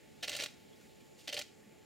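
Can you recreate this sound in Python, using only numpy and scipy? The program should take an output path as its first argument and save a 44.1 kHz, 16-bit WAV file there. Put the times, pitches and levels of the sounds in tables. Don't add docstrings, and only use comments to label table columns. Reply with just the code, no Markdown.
import sys
import numpy as np
from scipy import signal
from scipy.fft import rfft, irfft
from scipy.io import wavfile
from scipy.ndimage import uniform_filter1d

SR = 44100
rng = np.random.default_rng(int(sys.argv[2]) if len(sys.argv) > 2 else 0)


def pcm_store(signal):
    levels = np.round(np.clip(np.atleast_2d(signal), -1, 1) * 32767)
    wavfile.write(sys.argv[1], SR, levels.astype(np.int16).T)


def invert_db(x):
    u = np.asarray(x, float) / 20
    return 10 ** u


N = 81585

# pitch_hz, level_db (per Hz)
AIR_MIDDLE_TONE = [(25, -20), (217, -1), (520, -11), (700, -12), (858, -11), (930, -21), (2210, -14),
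                   (15800, -32)]
AIR_SIDE_TONE = [(15, -37), (25, -7), (382, -7), (425, 1), (487, -15), (542, -5), (655, -22), (1930, -25),
                 (15800, -53)]
# pitch_hz, width_hz, middle_level_db, side_level_db
ENGINE_HUMS = [(436, 14, -76, -69), (565, 30, -83, -82), (150, 70, -76, -78), (340, 120, -72, -74),
               (1060, 30, -88, -92)]
# start_s, pitch_hz, level_db, fade_60db_s
TICKS = [(.209, 3600, -60, .04), (.600, 2800, -63, .04), (.685, 4000, -63, .04), (.730, 3250, -60, .06),
         (.760, 4750, -64, .04), (.810, 5900, -62, .04), (.811, 1420, -62, .05), (1.004, 2350, -61, .06),
         (1.008, 3350, -63, .05), (1.188, 2750, -59, .04), (1.21, 2800, -61, .05), (1.48, 2950, -60, .06),
         (1.63, 1800, -63, .05), (1.72, 2300, -61, .05), (1.66, 220, -54, .12), (1.72, 350, -57, .08)]
# start_s, peak_db, body_thump_db (relative to the peak)
MIRROR_LIFTS = [(.2255, -32, -26), (.2288, -29, -24), (.233, -31, -22), (.2405, -31, -22), (.248, -36, -22),
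                (.323, -31, -18), (.329, -31, -20), (.338, -33, -20), (.3935, -31, -22), (.399, -29, -20),
                (.4065, -30, -21), (1.2735, -35, -24), (1.2775, -29, -24), (1.289, -31, -21),
                (1.296, -38, -19), (1.3705, -32, -20)]
# start_s, peak_db, body_thump_db (relative to the peak)
CURTAIN_OPENS = [
    (0.2788, -25, -21),
    (0.3511, -29, -20),
    (0.4218, -25, -19),
    (1.328, -26, -20),
    (1.3748, -28, -16),
]
# start_s, peak_db, body_thump_db (relative to the peak)
CURTAIN_CLOSES = [
    (0.2924, -26, -24),
    (0.3634, -28, -22),
    (0.4354, -26, -23),
    (1.3414, -28, -16),
    (1.3894, -28, -22),
]
# start_s, peak_db, body_thump_db (relative to the peak)
MIRROR_DROPS = [
    (0.3174, -29, -18),
    (0.3887, -28, -17),
    (0.46, -27, -27),
    (1.3666, -28, -15),
    (1.4144, -27, -29),
]
# pitch_hz, level_db (per Hz)
LIFT_TONE = [(200, -27), (640, -13), (1200, -15), (1670, -5), (3280, -2), (6580, -12), (8970, -21),
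             (15800, -28)]
OPEN_TONE = [(200, -26), (680, -8), (1220, -16), (1730, -8), (3110, -1.5), (3600, -7), (4650, -7),
             (15800, -27)]
CLOSE_TONE = [(200, -24), (680, -8), (1200, -11), (3000, -1.5), (8650, -8), (9480, -15), (10600, -15),
              (15800, -19)]
DROP_TONE = [(200, -24), (600, -11), (1020, -14), (2080, .5), (4010, -3), (5090, -10), (8000, -18),
             (15800, -30)]
GEAR_TONE = [(200, -26), (640, -12), (1200, -14), (1670, -5), (3100, -1.5), (7600, -8), (9000, -15),
             (15800, -22)]
# start_s, end_s, level_db
GEAR_RUNS = [
    (.226, .256, -4),
    (.277, .472, 0),
    (1.275, 1.305, -3),
    (1.323, 1.428, -1.2),
    (.256, .277, -14),
    (1.305, 1.325, -10),
]
# start_s, hollow_peak_db, upper_peak_db, low_peak_db
SHELL_BLOWS = [(.227, -54, -59, -63), (.237, -54, -55, -53), (.255, -56, -66, -66), (.279, -46, -55, -60),
               (.302, -50, -57, -57), (.324, -49, -58, -52), (.346, -47, -56, -57), (.371, -56, -55, -61),
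               (.388, -53, -62, -58), (.396, -49, -53, -51), (.421, -44, -54, -58), (.436, -52, -52, -54),
               (.446, -50, -60, -62), (.461, -57, -70, -60), (1.276, -54, -57, -57), (1.286, -53, -53, -51),
               (1.304, -54, -62, -62), (1.327, -46, -55, -62), (1.335, -46, -56, -56),
               (1.351, -49, -62, -66), (1.375, -43, -50, -58), (1.392, -48, -55, -55),
               (1.406, -54, -66, -62), (1.416, -59, -66, -59)]
# pitch_hz, fade_60db_s
SHELL_TONES = [(587, .066), (795, .04), (288, .046)]
# start_s, peak_db, centre_hz
SNAPS = [(.2288, -42, 11000), (.2343, -33, 3000), (.2417, -33, 3300), (.2477, -44, 9500),
         (.2505, -50, 9000), (.2818, -31, 3000), (.2955, -32, 3500), (.3181, -47, 10000),
         (.3512, -43, 11000), (.3527, -34, 3000), (.3655, -40, 8500), (.3684, -42, 9500),
         (.3717, -39, 5000), (.3784, -50, 9000), (.3957, -44, 10000), (.4004, -33, 3000),
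         (.4075, -33, 3000), (.414, -49, 9500), (.4232, -34, 3000), (.4376, -33, 3500), (.4459, -48, 9000),
         (.468, -44, 3000), (1.2778, -46, 10500), (1.2903, -35, 3000), (1.3303, -31, 3000),
         (1.3423, -37, 4500), (1.3709, -36, 3000), (1.376, -34, 3000), (1.3795, -48, 10000),
         (1.3898, -36, 5000), (1.3938, -41, 9000), (1.4001, -48, 9000), (1.4208, -37, 4000),
         (1.428, -45, 3500)]
# pitch_hz, width_hz, level_db
BODY_RINGS = [(790, 90, -4), (1100, 90, -6), (1400, 80, 2.5), (1780, 70, -1), (2030, 60, 1.5),
              (2410, 120, -6), (2800, 140, -4), (3110, 80, 3), (3900, 120, -3), (4310, 110, .5),
              (4700, 140, .5), (5650, 140, -3), (6330, 140, -3), (8340, 160, -4)]
# pitch_hz, width_hz, depth (0 to 1)
HOUSING_DIPS = [(960, 160, .6), (1270, 120, .4), (1560, 110, .6)]


def level(x, db):
    return x * invert_db(db) / np.sqrt(np.mean(x ** 2))


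def colour(x, points):
    hz, db = np.array(points, float).T
    grid_hz = np.arange(1025) * SR / 2048
    log_gain = np.interp(np.log(grid_hz + 1), np.log(hz), db) * np.log(10) / 20
    cepstrum = irfft(log_gain)
    cepstrum[1:1024] *= 2
    cepstrum[1025:] = 0
    taps = irfft(np.exp(rfft(cepstrum)))[:1024]
    return signal.fftconvolve(x, taps / np.sqrt(np.sum(taps ** 2)))[:N]


def band(x, hz, width_hz):
    return signal.lfilter(*signal.iirpeak(hz, hz / width_hz, SR), x)


def walk(rate_hz):
    hold = int(SR / rate_hz)
    steps = np.repeat(rng.standard_normal(600), hold)[:N]
    return 1.3 * uniform_filter1d(uniform_filter1d(steps, hold), hold)


def rattle():
    impacts_per_s, spread_db = 14000, 2.5
    chance, side, luck = rng.random((3, N))
    sign = np.sign(side - .5)
    size_db = np.minimum(spread_db * -np.log(luck + 1e-9), 8)
    return level((chance < impacts_per_s / SR) * sign * invert_db(size_db), 0)


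def scatter(x, t60_s, onset_s, top_hz):
    t = np.arange(SR // 2) / SR
    tail = rng.standard_normal(len(t)) * (1 - np.exp(-t / onset_s)) * invert_db(-60 * t / t60_s)
    tail = tail / np.sqrt(np.sum(tail ** 2))
    tail = signal.lfilter(*signal.butter(1, top_hz, fs=SR), tail)
    return signal.fftconvolve(x, tail)[:N]


def air(tone, db):
    spectrum = rfft(colour(rng.standard_normal(N), tone))
    hz = np.arange(N // 2 + 1) * SR / N
    spectrum = spectrum * np.minimum(hz / 55, 1)
    octave = np.log2(np.maximum(hz, 30) / 30)
    swell = walk(1.5)
    out = np.zeros(N)
    for k in range(11):
        one_octave = irfft(spectrum * np.clip(1 - abs(octave - k), 0, 1), N)
        out += one_octave * invert_db(.7 * swell + 1.2 * walk(9))
    return level(out, db)


def engine():
    middle, side = np.zeros(N), np.zeros(N)
    for hz, width_hz, middle_db, side_db in ENGINE_HUMS:
        middle += level(band(rng.standard_normal(N), hz, width_hz), middle_db)
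        side += level(band(rng.standard_normal(N), hz, width_hz), side_db)
    pitch_hz = 873.5 + .3 * walk(4)
    tone = np.sin(2 * np.pi * np.cumsum(pitch_hz) / SR) * invert_db(.6 * walk(8))
    return middle + invert_db(-71.5) * tone, side + invert_db(-82) * tone


def insects():
    pitch_hz, width_hz = 7100, 660
    throb = invert_db(1.5 * walk(90) + 1.5 * walk(3))
    buzz = band(rng.standard_normal(N) * throb, pitch_hz, width_hz)
    return level(band(buzz, pitch_hz, width_hz), -77)


def ticks():
    t, out = np.arange(N) / SR, np.zeros(N)
    crack = band(rng.standard_normal(N), 4000, 6000)
    for s, hz, db, t60_s in TICKS:
        age = np.maximum(t - s, 0)
        glide = 1 + .04 * (1 - age / .02)
        ring = np.sin(2 * np.pi * hz * age * glide)
        ring = ring * invert_db(-60 * age / t60_s) * (1 - np.exp(-age / .0015))
        snap = (age > 0) * (hz > 1000) * invert_db(-4 - 60 * age / .04) * crack
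        out += invert_db(db + 1.5) * (ring + snap)
    return out


def moving_part(events, tone, lead_s, attack_s, t60_s, knock_db, gain_db):
    t, shake = np.arange(N) / SR, rattle()
    clatter, push = np.zeros(N), np.zeros(N)
    for s, db, thump_db in events:
        age = np.maximum(t - s + lead_s, 0)
        hit = shake * (1 - np.exp(-age / attack_s)) ** 2 * invert_db(-60 * age / t60_s)
        hit[int(s * SR) + 1] += 2 * invert_db(knock_db)
        clatter += hit * invert_db(db + gain_db)
        push += hit * invert_db(db + gain_db + thump_db)
    return np.array([colour(clatter, tone), push])


def mirror_and_curtains():
    lift = moving_part(MIRROR_LIFTS, LIFT_TONE, lead_s=0.0, attack_s=.001, t60_s=.037, knock_db=-5, gain_db=-5.8)
    opening = moving_part(CURTAIN_OPENS, OPEN_TONE, lead_s=.004, attack_s=.006, t60_s=.03,
                          knock_db=-16, gain_db=6.5)
    closing = moving_part(CURTAIN_CLOSES, CLOSE_TONE, lead_s=.001, attack_s=.0026, t60_s=.028,
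                          knock_db=-12, gain_db=3)
    drop = moving_part(MIRROR_DROPS, DROP_TONE, lead_s=0.0, attack_s=.0005, t60_s=.012,
                       knock_db=-.5, gain_db=-2.5)
    return lift + opening + closing + drop


def gears():
    t, run = np.arange(N) / SR, np.zeros(N)
    for start_s, end_s, db in GEAR_RUNS:
        run += invert_db(db) * np.clip(np.minimum(t - start_s, end_s - t) / .005, 0, 1)
    return colour(rattle() * run * invert_db(-49 + 3.0 * walk(200)), GEAR_TONE)


def shell_thumps():
    t, out = np.arange(4096) / SR, np.zeros(N + 4096)
    for s, *levels_db in SHELL_BLOWS:
        for (hz, t60_s), db in zip(SHELL_TONES, levels_db):
            cycles = hz * (s + (1 + .018 * rng.standard_normal()) * t) + .17 * rng.standard_normal()
            fade = invert_db(db + 6 - 60 * t / t60_s) * (1 - np.exp(-t / .003))
            out[int(s * SR):][:len(t)] += fade * np.sin(2 * np.pi * cycles)
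    return out[:N]


def lever_snaps():
    t, out = np.arange(4096) / SR, np.zeros(N + 4096)
    for s, db, hz in SNAPS:
        grit = rng.standard_normal(len(t)) * invert_db(-60 * t / .01)
        grit = band(band(grit, hz, .9 * hz), hz, .9 * hz)
        out[int(s * SR):][:len(t)] += invert_db(db + 1.5) * grit / abs(grit).max()
    return out[:N]


def camera():
    clatter, push = mirror_and_curtains()
    clatter = clatter + lever_snaps() + gears()
    ring = np.zeros(N)
    for hz, width_hz, db in BODY_RINGS:
        ring += invert_db(db - 2.5) * band(clatter, hz, width_hz)
    boom = invert_db(11.5) * (1.3 * band(push, 500, 80) + .7 * band(push, 700, 80))
    boom += invert_db(6) * band(push, 290, 50)
    boom += invert_db(8) * band(push, 115, 40)
    return invert_db(-1.2) * clatter + ring + invert_db(13) * boom + shell_thumps()


def squeak():
    start_s, end_s, from_hz, to_hz = 1.14, 1.19, 5600, 3500
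    along = np.clip((np.arange(N) / SR - start_s) / (end_s - start_s), 0, 1)
    pitch_hz = from_hz + (to_hz - from_hz) * along
    return invert_db(-73) * np.sin(np.pi * along) ** .5 * np.sin(2 * np.pi * np.cumsum(pitch_hz) / SR)


def focus_whirr():
    t, start_s, end_s = np.arange(N) / SR, 1.165, 1.275
    chatter = level(band(rattle(), 3800, 3200) * invert_db(3.0 * walk(50)), -62)
    return np.clip(np.minimum((t - start_s) / .05, (end_s - t) / .005), 0, 1) * chatter


def scene():
    shutter = camera()
    near = shutter + ticks() + squeak() + focus_whirr()

    treble = signal.sosfilt(signal.butter(4, 7500, "high", fs=SR, output="sos"), shutter)
    wide = invert_db(-16.5) * scatter(near, .03, .0005, 4000)
    wide += invert_db(-4.5) * scatter(treble * walk(250), .05, .0005, 16000)

    sent = near - .7 * band(near, 584, 200) - .6 * band(near, 1100, 300) - .4 * band(near, 3000, 800)
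    echo, echo_side = (invert_db(-13) * scatter(sent, .34, .01, 18000) for _ in range(2))

    engine_middle, engine_side = engine()
    air_side = signal.sosfilt(signal.ellip(8, .5, 50, 7300, fs=SR, output="sos"), air(AIR_SIDE_TONE, -62))
    far_side = air_side + engine_side
    far_middle = air(AIR_MIDDLE_TONE, -63) + engine_middle + insects()

    middle = near + echo + far_middle - invert_db(-17) * far_side
    lean = invert_db(-11.5) * band(near, 700, 1800)
    side = wide + invert_db(-8) * echo_side - lean + far_side
    return np.array([middle + side, middle - side])


def top_cut(x):
    return signal.sosfilt(signal.butter(12, 15970, fs=SR, output="sos"), x)


def record(dry):
    mix = signal.sosfilt(signal.ellip(10, .3, 60, 15900, fs=SR, output="sos"), dry)
    for hz, width_hz, depth in HOUSING_DIPS:
        mix = mix - depth * band(mix, hz, width_hz)
    return top_cut(mix)


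dry = scene()
out = record(dry)
pcm_store(out)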